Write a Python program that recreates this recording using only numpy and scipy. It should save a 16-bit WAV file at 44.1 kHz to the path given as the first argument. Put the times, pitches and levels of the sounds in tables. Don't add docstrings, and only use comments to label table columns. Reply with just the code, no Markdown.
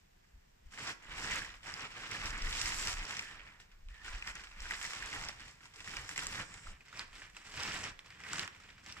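import sys
import numpy as np
from scipy import signal
from scipy.io import wavfile
from scipy.ndimage import uniform_filter1d

SR = 44100
rng = np.random.default_rng(int(sys.argv[2]) if len(sys.argv) > 2 else 0)


def volts_from_db(level):
    exponent = np.asarray(level, float) / 20
    return 10 ** exponent


def waveform_to_disk(signal):
    frames = np.transpose(np.atleast_2d(signal))
    scaled = np.clip(frames, -1, 1) * 32767
    samples = np.round(scaled).astype(np.int16)
    wavfile.write(sys.argv[1], SR, samples)


N = 396900

# [f/Hz, density/dB per Hz]
SHEET_COLOUR = [(60, -47), (150, -15), (290, -12), (600, -13.5), (1000, -5.5), (1920, 0.5), (2700, -2),
                (4100, -9), (5500, -6.5), (6350, -12), (7800, -8), (8400, -16.5), (9900, -23.5),
                (15000, -33)]
# [t/s, lag of the right port/samples]
HANDLER_LAG = [
    (0, 5),
    (6.72, 5),
    (6.76, -3),
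    (9, -3),
]
# [t/s, level/dB]
SLACK_CURVE = [
    (0, 6.5),
    (1.5, -1),
    (3, 0.5),
    (4, -4.5),
    (4.9, -6),
    (5.3, 3.5),
    (6.5, 4),
    (7.5, 1.5),
    (9, 6.5),
]
# [t/s, peak level/dB, ring f/Hz]
FOLD_POPS = [(0.737, -43, 1560), (0.787, -36, 1700), (0.893, -36, 1750), (1.244, -32, 1690),
             (1.357, -35, 1450), (1.419, -33, 1740), (1.447, -35, 1850), (2.118, -27, 2220),
             (2.146, -38, 1770), (2.259, -37, 1850), (2.328, -34, 1930), (2.658, -32, 2100),
             (2.97, -37, 1850), (3.026, -35, 1900), (3.169, -34, 1870), (3.194, -26, 2540),
             (4.046, -48, 1920), (4.08, -35, 1580), (4.149, -34, 1900), (4.224, -30, 2580),
             (4.275, -27.5, 1930), (4.355, -39, 1740), (4.655, -35, 1800), (4.709, -23.5, 1880),
             (4.737, -27, 1830), (4.833, -41, 2220), (4.85, -30.5, 2010), (4.905, -36, 1920),
             (5.024, -31, 1850), (5.056, -36, 1820), (5.128, -34, 1970), (5.238, -37, 2190),
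             (5.293, -33, 1160), (5.876, -33, 1750), (5.936, -36, 1710), (5.969, -28, 2390),
             (6.092, -37, 1890), (6.161, -34, 2400), (6.178, -27, 1930), (6.222, -34, 1530),
             (6.67, -36, 1290), (6.807, -44, 2350), (6.928, -39, 1380), (6.994, -32, 1510),
             (7.155, -45, 1910), (7.219, -35.5, 1720), (7.367, -37, 2550), (7.574, -42, 2450),
             (7.601, -41, 1880), (7.738, -33, 2260), (7.831, -34, 2380), (7.992, -38, 2800),
             (8.237, -40, 1850), (8.262, -37, 1580), (8.313, -43, 2000), (8.334, -28, 1330),
             (8.386, -32, 2410), (8.431, -28, 1840), (8.862, -39, 1970), (8.967, -40, 1220)]
# [t/s, peak level/dB]
CREASE_TICKS = [(0.7214, -45), (0.7876, -39), (0.875, -36), (0.893, -28), (1.3583, -31), (1.3754, -33),
                (1.446, -36), (1.631, -40), (2.146, -34), (2.6145, -30), (2.6572, -29), (2.7215, -23),
                (2.8735, -29), (2.969, -38), (3.1088, -27), (3.3932, -46), (3.467, -54), (3.6002, -44),
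                (3.8864, -45), (4.0484, -42), (4.149, -44), (4.905, -38), (4.9342, -27), (5.059, -37),
                (5.126, -35), (5.1494, -29), (5.2127, -30), (5.2395, -34), (5.2929, -29), (5.6062, -53),
                (5.656, -35.5), (5.7374, -48), (5.7603, -47), (5.8042, -32), (5.9678, -40), (6.092, -29),
                (6.162, -26), (6.1915, -21), (6.2237, -32), (6.3265, -33), (6.3824, -37), (6.541, -38),
                (6.8823, -39), (7.003, -34), (7.1551, -49), (7.1807, -42), (7.3672, -27.5), (7.4654, -41),
                (7.5752, -36), (7.992, -32), (8.059, -56), (8.105, -51), (8.2003, -49), (8.2372, -37),
                (8.2631, -40), (8.3323, -41), (8.3833, -19), (8.4124, -36), (8.4314, -26), (8.4776, -27)]
# [t/s, peak level/dB]
MORE_TICKS = [(1.0006, -49), (1.0231, -51), (1.045, -44), (1.0869, -40), (1.117, -42), (1.1806, -33),
              (1.4897, -44), (1.541, -40), (1.6651, -36), (1.7953, -30), (1.8194, -35), (1.8447, -33),
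              (1.9051, -39), (1.9674, -38), (2.0354, -33), (2.057, -40), (2.4468, -32), (3.0849, -35),
              (3.312, -38), (3.3538, -44), (3.9424, -47), (4.125, -41), (4.1764, -43), (4.2984, -36),
              (4.3934, -40), (4.4376, -33), (4.471, -37), (4.5121, -45), (4.6199, -34), (4.814, -23.5),
              (5.0874, -36), (5.3254, -41), (5.3961, -45), (5.48, -42), (5.6311, -45), (5.782, -43),
              (5.8436, -41), (6.1116, -33), (6.3485, -40), (6.8528, -55), (6.9576, -40), (7.13, -36),
              (7.1957, -41), (7.248, -42), (7.296, -49), (7.348, -39), (7.4116, -47), (7.4464, -46),
              (7.4944, -43), (7.5408, -36), (8.0461, -44), (8.285, -36), (8.527, -48), (8.5485, -41),
              (8.6, -47), (8.635, -52), (8.6857, -54), (8.7014, -47), (8.7804, -49), (8.8854, -45)]


def evened(x):
    return x / np.sqrt(np.mean(x ** 2) + 1e-20)


def read(points, hz):
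    f, value = np.transpose(points)
    return np.interp(np.log(hz + 1), np.log(f + 1), value)


def response(points):
    log_gain = np.log(volts_from_db(read(points, abs(np.fft.fftfreq(8192, 1 / SR)))))
    return np.fft.ifft(np.exp(np.conj(signal.hilbert(log_gain)))).real[:4096]


def colour(x, points):
    return signal.oaconvolve(x, response(points)[None], axes=1)[:, :N]


def yard():
    # [f/Hz, density/dB per Hz]
    murmur = [(53, -18), (90, 0), (183, -9.5), (574, -6.5), (626, -4), (1300, -14), (1690, -10),
              (3990, -19), (7450, -21.5), (10100, -32), (15500, -23)]
    # [f/Hz, correlation]
    likeness = [(60, 0.43), (150, 0.9), (300, 0.019), (600, -1), (1500, -0.041), (15000, 0.068)]
    frames, hz = N // 256 + 5, np.fft.rfftfreq(1024, 1 / SR)
    a, b, c, d = rng.standard_normal((frames, 513, 4)).T
    same = np.clip(read(likeness, hz), -1, 1)[:, None]
    left = a + 1j * b
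    right = same * left + np.sqrt(1 - same ** 2) * (c + 1j * d)
    z = np.array([left, right]) * volts_from_db(read(murmur, hz))[:, None]
    noise = signal.istft(z, nperseg=1024, noverlap=768)[1][:, :N]
    return volts_from_db(-71.0) * evened(noise)


def swells(rows, roundness, rest_db, s):
    power = volts_from_db(2 * rest_db)
    for peak, rise, fall, db in rows:
        away = np.where(s < peak, (peak - s) / rise, (s - peak) / fall)
        power = power + volts_from_db(2 * (db - 20 * away ** roundness))
    return 10 * np.log10(power)


def pull(s):
    # [peak t/s, rise/s, fall/s, effort/dB, tautness/dB]
    tug_rows = [(0.43, 0.1, 0.04, -74, -20.0), (0.82, 0.14, 0.036, -52.5, -8),
                (0.889, 0.15, 0.065, -43.5, -4.5), (1.12, 0.15, 0.1, -52.5, -21), (1.24, 0.17, 0.25, -44, -7.5),
                (1.329, 0.12, 0.12, -40, -5.5), (1.52, 0.45, 0.096, -53, -7.5),
                (1.68, 0.069, 0.13, -47.5, -7.5), (1.85, 0.25, 0.036, -45, -11.5), (2.04, 0.23, 0.14, -47, -11),
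                (2.13, 0.054, 0.94, -43.5, -11.5), (2.26, 0.11, 0.067, -43.5, -6.5),
                (2.46, 0.053, 0.45, -48, -2), (2.63, 0.21, 0.11, -50, 5.5), (2.69, 0.036, 0.053, -45, -3.5),
                (2.891, 0.29, 0.089, -43, 2.5), (2.99, 0.052, 0.15, -48.5, -12), (3.15, 0.27, 0.22, -46.5, -6),
                (3.32, 0.15, 0.53, -53.5, -21), (3.47, 0.05, 0.45, -81, -13),
                (4.02, 0.2, 0.04, -58, -13), (4.08, 0.094, 0.36, -49.5, -9.5),
            (4.291, 0.064, 0.043, -46.5, -6.5), (4.38, 0.11, 0.16, -52.5, -9.5),
            (4.67, 0.22, 0.45, -49, -9), (4.72, 0.028, 0.042, -44, -4.5), (4.84, 0.18, 0.42, -49.5, -1),
            (5.06, 0.26, 0.061, -47, -20), (5.141, 0.058, 0.24, -45, -7), (5.25, 0.019, 0.058, -49, -20),
            (5.41, 0.11, 0.32, -55, -5.5), (5.638, 0.047, 0.06, -62, -7), (5.81, 0.22, 0.032, -58, -5),
            (5.93, 0.16, 0.29, -49.5, -4), (6.09, 0.043, 0.15, -53.5, 0.5), (6.181, 0.021, 0.39, -47, -3.5),
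            (6.35, 0.069, 0.12, -47.5, -3.5), (6.41, 0.036, 0.043, -42, -14),
            (6.51, 0.041, 0.14, -52.5, -12), (6.69, 0.14, 0.14, -53.5, -13),
                (6.81, 0.025, 0.031, -59, -30), (7.0, 0.23, 0.098, -58, -9), (7.0, 0.11, 0.077, -50, -7.5),
            (7.24, 0.42, 0.12, -57, -8), (7.37, 0.04, 0.14, -59.5, -6), (7.46, 0.046, 0.15, -57.5, -4.5),
            (7.64, 0.16, 0.21, -43, -9.5), (7.78, 0.31, 0.1, -44, -5), (7.85, 0.033, 0.086, -41.5, -10.5),
            (7.99, 0.026, 0.15, -62, -23), (8.152, 0.16, 0.061, -57.5, -12), (8.26, 0.21, 0.43, -55.5, -24),
            (8.4, 0.18, 0.084, -44, -7.5), (8.58, 0.05, 0.29, -60.5, -7), (8.7, 0.13, 0.45, -60, -21),
            (8.89, 0.09, 0.18, -54, -4.5), (8.98, 0.035, 0.035, -52.5, -19),
                (0.72, 0.021, 0.054, -62, 0),
        (3.605, 0.013, 0.046, -65, 5.5),
        (6.73, 0.37, .02, -68, -0.5),
        (3.71, .01, .03, -77, -6),
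        (3.63, .02, 0.05, -73, 4),
        (8.2, 0.024, 0.036, -59, -2),
    ]
    tug_round, idle_db, idle_taut_db = 2.0, -72.5, -1
    grid, tugs = np.arange(0, N / SR, 1 / 200), tug_rows
    effort = swells([row[:4] for row in tugs], tug_round, idle_db, grid)
    taut_rows = [(*row[:3], row[3] + row[4]) for row in tugs]
    taut = swells(taut_rows, tug_round, idle_db + idle_taut_db, grid)
    folds = -11.5 + 0.13 * (effort + 50) + 0.55 * np.interp(grid, *np.transpose(SLACK_CURVE))
    return [np.interp(s, grid, c) for c in (effort, folds, taut - effort)]


def drift(low_hz, high_hz):
    sos = signal.butter(1, [low_hz, high_hz], "band", fs=SR, output="sos")
    return evened(signal.sosfilt(sos, signal.sosfilt(sos, rng.standard_normal(N))))


def air_push():
    # [f/Hz, density/dB per Hz]
    push_colour = [(11, -36), (22, 6.5), (45, -3.5), (75, -8.5), (130, -45), (400, -96)]
    # [f/Hz, density/dB per Hz]
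    flutter_colour = [(30, -39), (65, -4), (120, -4.5), (210, -10), (400, -38.5), (900, -78)]
    # [peak t/s, rise/s, fall/s, level/dB]
    gusts = [(0.36, 0.038, 0.062, -52), (0.67, 0.049, 0.035, -47), (0.75, 1.0, 0.64, -71),
             (1.1, 0.066, 0.85, -52), (2.31, 0.12, 0.16, -46), (2.45, 0.058, 0.16, -37),
             (2.46, 0.59, 0.74, -57), (2.65, 0.056, 0.054, -41.5), (2.88, 0.046, 0.074, -42),
             (3.0, 0.98, 0.073, -47), (3.42, 0.24, 0.073, -58.5), (3.89, 0.1, 0.21, -48),
             (4.14, 0.055, 0.048, -43), (4.28, 1.0, 0.33, -55), (4.64, 0.066, 0.067, -44.5),
             (4.8, 0.58, 0.18, -56.5), (5.05, 0.086, 0.067, -53.5), (5.26, 0.15, 0.093, -49),
             (5.43, 0.35, 0.066, -57.5), (6.01, 0.24, 0.11, -55), (6.25, 0.11, 0.23, -54),
             (6.55, 0.39, 0.053, -58), (6.69, 0.049, 0.087, -45.5), (7.23, 0.39, 0.15, -60),
             (7.67, 0.27, 0.68, -61.5), (8.4, 0.18, 0.08, -65), (8.66, 0.066, 0.11, -64)]
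    flap_db, gust_flutter_db, still_flutter_db = -15.5, -45, -77
    t, out = np.arange(0, N / SR, 1 / 200), 0
    push_db = swells(gusts, 1.5, -72, t)
    flap = pull(t)[0] + flap_db + np.interp(t, *np.transpose(SLACK_CURVE))
    flutter = volts_from_db(2 * flap) + volts_from_db(2 * (push_db + gust_flutter_db)) + volts_from_db(2 * still_flutter_db)
    flutter_db = 10 * np.log10(flutter)
    for points, db in ((push_colour, push_db + 0.5), (flutter_colour, flutter_db + 1.18)):
        lumps = rng.standard_normal((3, N)) * volts_from_db(2.8 * drift(5.4, 20.4))
        ports = lumps[0] + 0.14 * lumps[1:]
        out = out + evened(colour(ports, points)) * volts_from_db(np.interp(np.arange(N) / SR, t, db))
    return out


def slips(per_s, fade_s, pop_size):
    starts = (rng.random(N) < per_s / SR) * np.minimum(.2 * rng.exponential(1, N), .3)
    starts[[round(row[0] * SR) for row in FOLD_POPS + CREASE_TICKS + MORE_TICKS]] = pop_size
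    release = np.log(signal.lfilter([1], [1, -np.exp(-1 / (fade_s * SR))], starts) + 0.083)
    return evened(release - release.mean())


def place(s, size, scatter):
    late = np.interp(s, *np.transpose(HANDLER_LAG)) + 2.2 * scatter
    at = np.array([s * SR, s * SR + late]).round().astype(int).clip(0, N - 1)
    sizes = size * volts_from_db([1.7 * scatter, -1.5 * scatter])
    return np.array([np.bincount(a, w, N) for a, w in zip(at, sizes)])


def buckle(hz, cycles):
    turns = np.arange(min(1200, round(10 * (cycles + .5) * SR / hz))) / SR * hz
    pulse = np.sin(2 * np.pi * turns) * (1 - np.exp(-turns / 0.4)) * np.exp(-turns / cycles)
    return pulse / np.linalg.norm(pulse)


def creases(count, spread_db, cycles, clump_db, patch_db, eager, taut, top_hz, kinds=20):
    when, kind, big, sign, scatter = rng.random((count, 5)).T
    s = when * N / SR
    kind = (kind * kinds).astype(int)
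    pitches = np.geomspace(150, top_hz, kinds)
    hz = pitches[kind]
    clumps = slips(7.2, 0.017, 0.29)[(when * N).astype(int)]
    spells = uniform_filter1d(rng.standard_normal((1000, kinds)), size=4, axis=0)
    spells = evened(uniform_filter1d(spells, size=2, axis=1))
    patches = spells[(when * 1000).astype(int), kind]
    luck_db = spread_db * np.minimum(-np.log(big + 1e-9), 3.2)
    size = volts_from_db(luck_db + clump_db * clumps + patch_db * patches)
    size = evened(size) * np.sign(sign - .5) * np.sqrt(hz / count)
    effort, body, bright = pull(s)
    wide = np.clip(np.log2(1100 / hz), 0, 1)
    tight = np.clip(np.log2(hz / 3000), 0, 1)
    size *= volts_from_db(0.19 * np.clip(-48 - effort, 0, 15) * (clumps - 1.08))
    growth = eager * np.minimum(effort + 55, 0)
    size *= volts_from_db(effort + wide * (body + 13.5) + taut * tight * (bright + 7.0) + growth)
    out = np.zeros((2, N))
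    for k in range(kinds):
        mine = kind == k
        train = place(s[mine], size[mine], np.sqrt(12) * (scatter[mine] - .5))
        out += signal.oaconvolve(train, buckle(pitches[k], cycles)[None], axes=1)[:, :N]
    return out


def snaps(rows, cycles, click_db, after_db, after_s):
    out, cavity = np.zeros((2, N + 1000)), response(SHEET_COLOUR)[:400]
    chance = rng.standard_normal((len(rows), 801))
    t = np.arange(800) / SR
    for (s, db, hz), luck in zip(rows, chance):
        flip = buckle(hz, cycles)
        flip[:2] += volts_from_db(click_db) * np.array([1, -1])
        after = np.clip(luck[1:] ** 3, -12, 12) * np.exp(-t / after_s) * volts_from_db(after_db)
        shower = (t == 0) + after
        sound = np.convolve(shower, np.convolve(flip, cavity)[:500])[:800]
        late = np.interp(s, *np.transpose(HANDLER_LAG)) + luck[0]
        heard = max(abs(np.cos(np.pi * hz * round(late) / SR)), .55)
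        for port, at, side in zip(out, (round(s * SR), round(s * SR + late)), (1, -1)):
            port[at:at + 800] += volts_from_db(db + .7 * side * luck[0]) * sound / abs(sound).max() / heard
    return out[:, :N]


def rub():
    # [start t/s, end t/s, level/dB, f/Hz, width/Hz]
    slides = [
        (2.775, 2.833, -46, 7500, 700),
        (3.217, 3.342, -57.5, 1740, 200),
        (3.889, 3.97, -64.5, 1780, 143),
        (3.961, 4.035, -61.5, 1785, 140),
        (5.121, 5.31, -59, 826, 298),
        (6.44, 6.73, -63.5, 7550, 1300),
        (6.442, 6.738, -69.5, 5460, 800),
    ]
    out = np.zeros((2, N))
    for start, end, db, hz, width_hz in slides:
        t = np.arange(0, end - start, 1 / SR)
        sos = signal.butter(2, [hz - width_hz / 2, hz + width_hz / 2], "band", fs=SR, output="sos")
        hiss = rng.standard_normal((3, SR // 2))[:, :len(t)]
        fades = np.clip(np.minimum(t, t[-1] - t) / 0.0097, 0, 1)
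        at = round(start * SR)
        ports = hiss[0] + hz / 5000 * hiss[1:]
        out[:, at:at + len(t)] += volts_from_db(db) * fades * evened(signal.sosfilt(sos, ports))
    return out


def walls(x):
    # [f/Hz, t60/s]
    decay = [(200, 0.68), (2000, 0.51), (6000, 0.39), (14000, 0.3)]
    taps = np.zeros((2, SR // 2))
    at = np.arange(200, SR // 2 - 20, 20) + rng.integers(0, 20, (2, (SR // 2 - 201) // 20))
    np.put_along_axis(taps, at, rng.choice([-1., 1.], at.shape), 1)
    hz, t, z = signal.stft(taps, SR, nperseg=256)
    tail = signal.istft(z * volts_from_db(-60 * t / read(decay, hz)[:, None]), SR, nperseg=256)[1]
    return signal.fftconvolve(x.mean(0)[None], tail / np.linalg.norm(tail[0]), axes=1)[:, :N]


def scene():
    # [t/s, peak level/dB, ring f/Hz]
    tight_cracks = [(0.7861, -42, 7650), (0.8739, -35, 4870), (1.2416, -41, 5640), (1.3583, -28, 7400),
                    (1.74, -33, 4890), (2.1141, -33, 7670), (2.2573, -33, 5710), (2.2772, -36, 5180),
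                    (2.3057, -32, 5510), (2.3785, -42, 7560), (2.4209, -34, 5630), (2.5082, -38, 7400),
                    (2.5277, -29, 3880), (2.5865, -37, 4050), (2.615, -27, 4970), (2.6579, -31, 5480),
                    (2.8729, -29, 5900), (3.0525, -36, 5270), (3.1099, -33, 7100), (3.1508, -39, 3740),
                    (3.1692, -34.5, 5660), (3.1927, -31, 5350), (3.6002, -48, 4005), (3.8861, -52, 3800),
                    (4.0467, -47, 7780), (4.2727, -35, 5100), (4.354, -38, 7360), (4.6045, -36, 5540),
                    (4.6898, -42, 5480), (4.7082, -41, 7440), (4.8274, -31, 7900), (4.9347, -41, 5840),
                    (5.2375, -41, 5100), (5.2869, -30.5, 5190), (5.7603, -45, 5050), (5.9539, -42, 3710),
                    (5.9679, -31, 5610), (6.0916, -33, 7550), (6.1604, -36, 5120), (6.1779, -25.5, 7820),
                    (6.2687, -27, 7690), (6.3255, -39, 5400), (6.5406, -39, 7500), (6.9731, -43, 5520),
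                    (6.994, -29, 4630), (7.1552, -48, 4900), (7.3677, -45, 7580), (7.5752, -39, 4470),
                    (7.5996, -33.5, 4840), (7.6341, -28, 5530), (7.8401, -30, 5610), (7.9918, -44, 3820),
                    (8.1045, -42, 4700), (8.2372, -44, 5440), (8.3325, -30, 7840), (8.3584, -33, 5240),
                    (8.3814, -38, 5850), (8.3948, -24, 4520), (8.8628, -40, 5330), (8.9241, -36, 5560)]
    # [f/Hz, left minus right/dB]
    shading = [(100, -.5), (350, -1.5), (700, .5), (1400, -3.7), (2800, -1.6), (5600, -.8), (10000, -1.8),
               (14000, -2.8)]
    rustle = volts_from_db(29.5) * creases(count=90000, spread_db=-1.0, cycles=0.67, clump_db=0.95, patch_db=2.0,
                                 eager=0.018, taut=1, top_hz=13130)
    crackle = volts_from_db(19.0) * creases(count=3000, spread_db=2.0, cycles=3.4, clump_db=3.0, patch_db=2.6,
                                  eager=0.22, taut=0.43, top_hz=8750)
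    pops = snaps(FOLD_POPS, cycles=1.95, click_db=-3, after_db=-29, after_s=0.003)
    cracks = snaps(tight_cracks, cycles=1.8, click_db=-3, after_db=-31, after_s=0.003)
    small = [(*row, 2800) for row in CREASE_TICKS + MORE_TICKS]
    ticks = snaps(small, cycles=.45, click_db=0, after_db=-30, after_s=.003)
    sharp = volts_from_db(-4.0) * pops + volts_from_db(1.5) * cracks + volts_from_db(-7.5) * ticks
    soft = colour(rustle + crackle, SHEET_COLOUR) + rub()
    sheet = soft + sharp + volts_from_db(-10) * walls(soft + volts_from_db(-1) * sharp)
    ports = []
    for k, side in enumerate((1, -1)):
        shade = [(hz, side * db / 2) for hz, db in shading]
        ports.append(colour(sheet[[k]], shade)[0])
    return np.array(ports) + air_push() + yard()


def top_cut(x):
    return signal.sosfilt(signal.butter(12, 15730, fs=SR, output="sos"), x)


def record(dry):
    edge = signal.firwin(511, 15250, window=("kaiser", 9), fs=SR)
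    mix = signal.oaconvolve(dry, edge[None], "same")
    return top_cut(mix)


dry = scene()
out = record(dry)
waveform_to_disk(out)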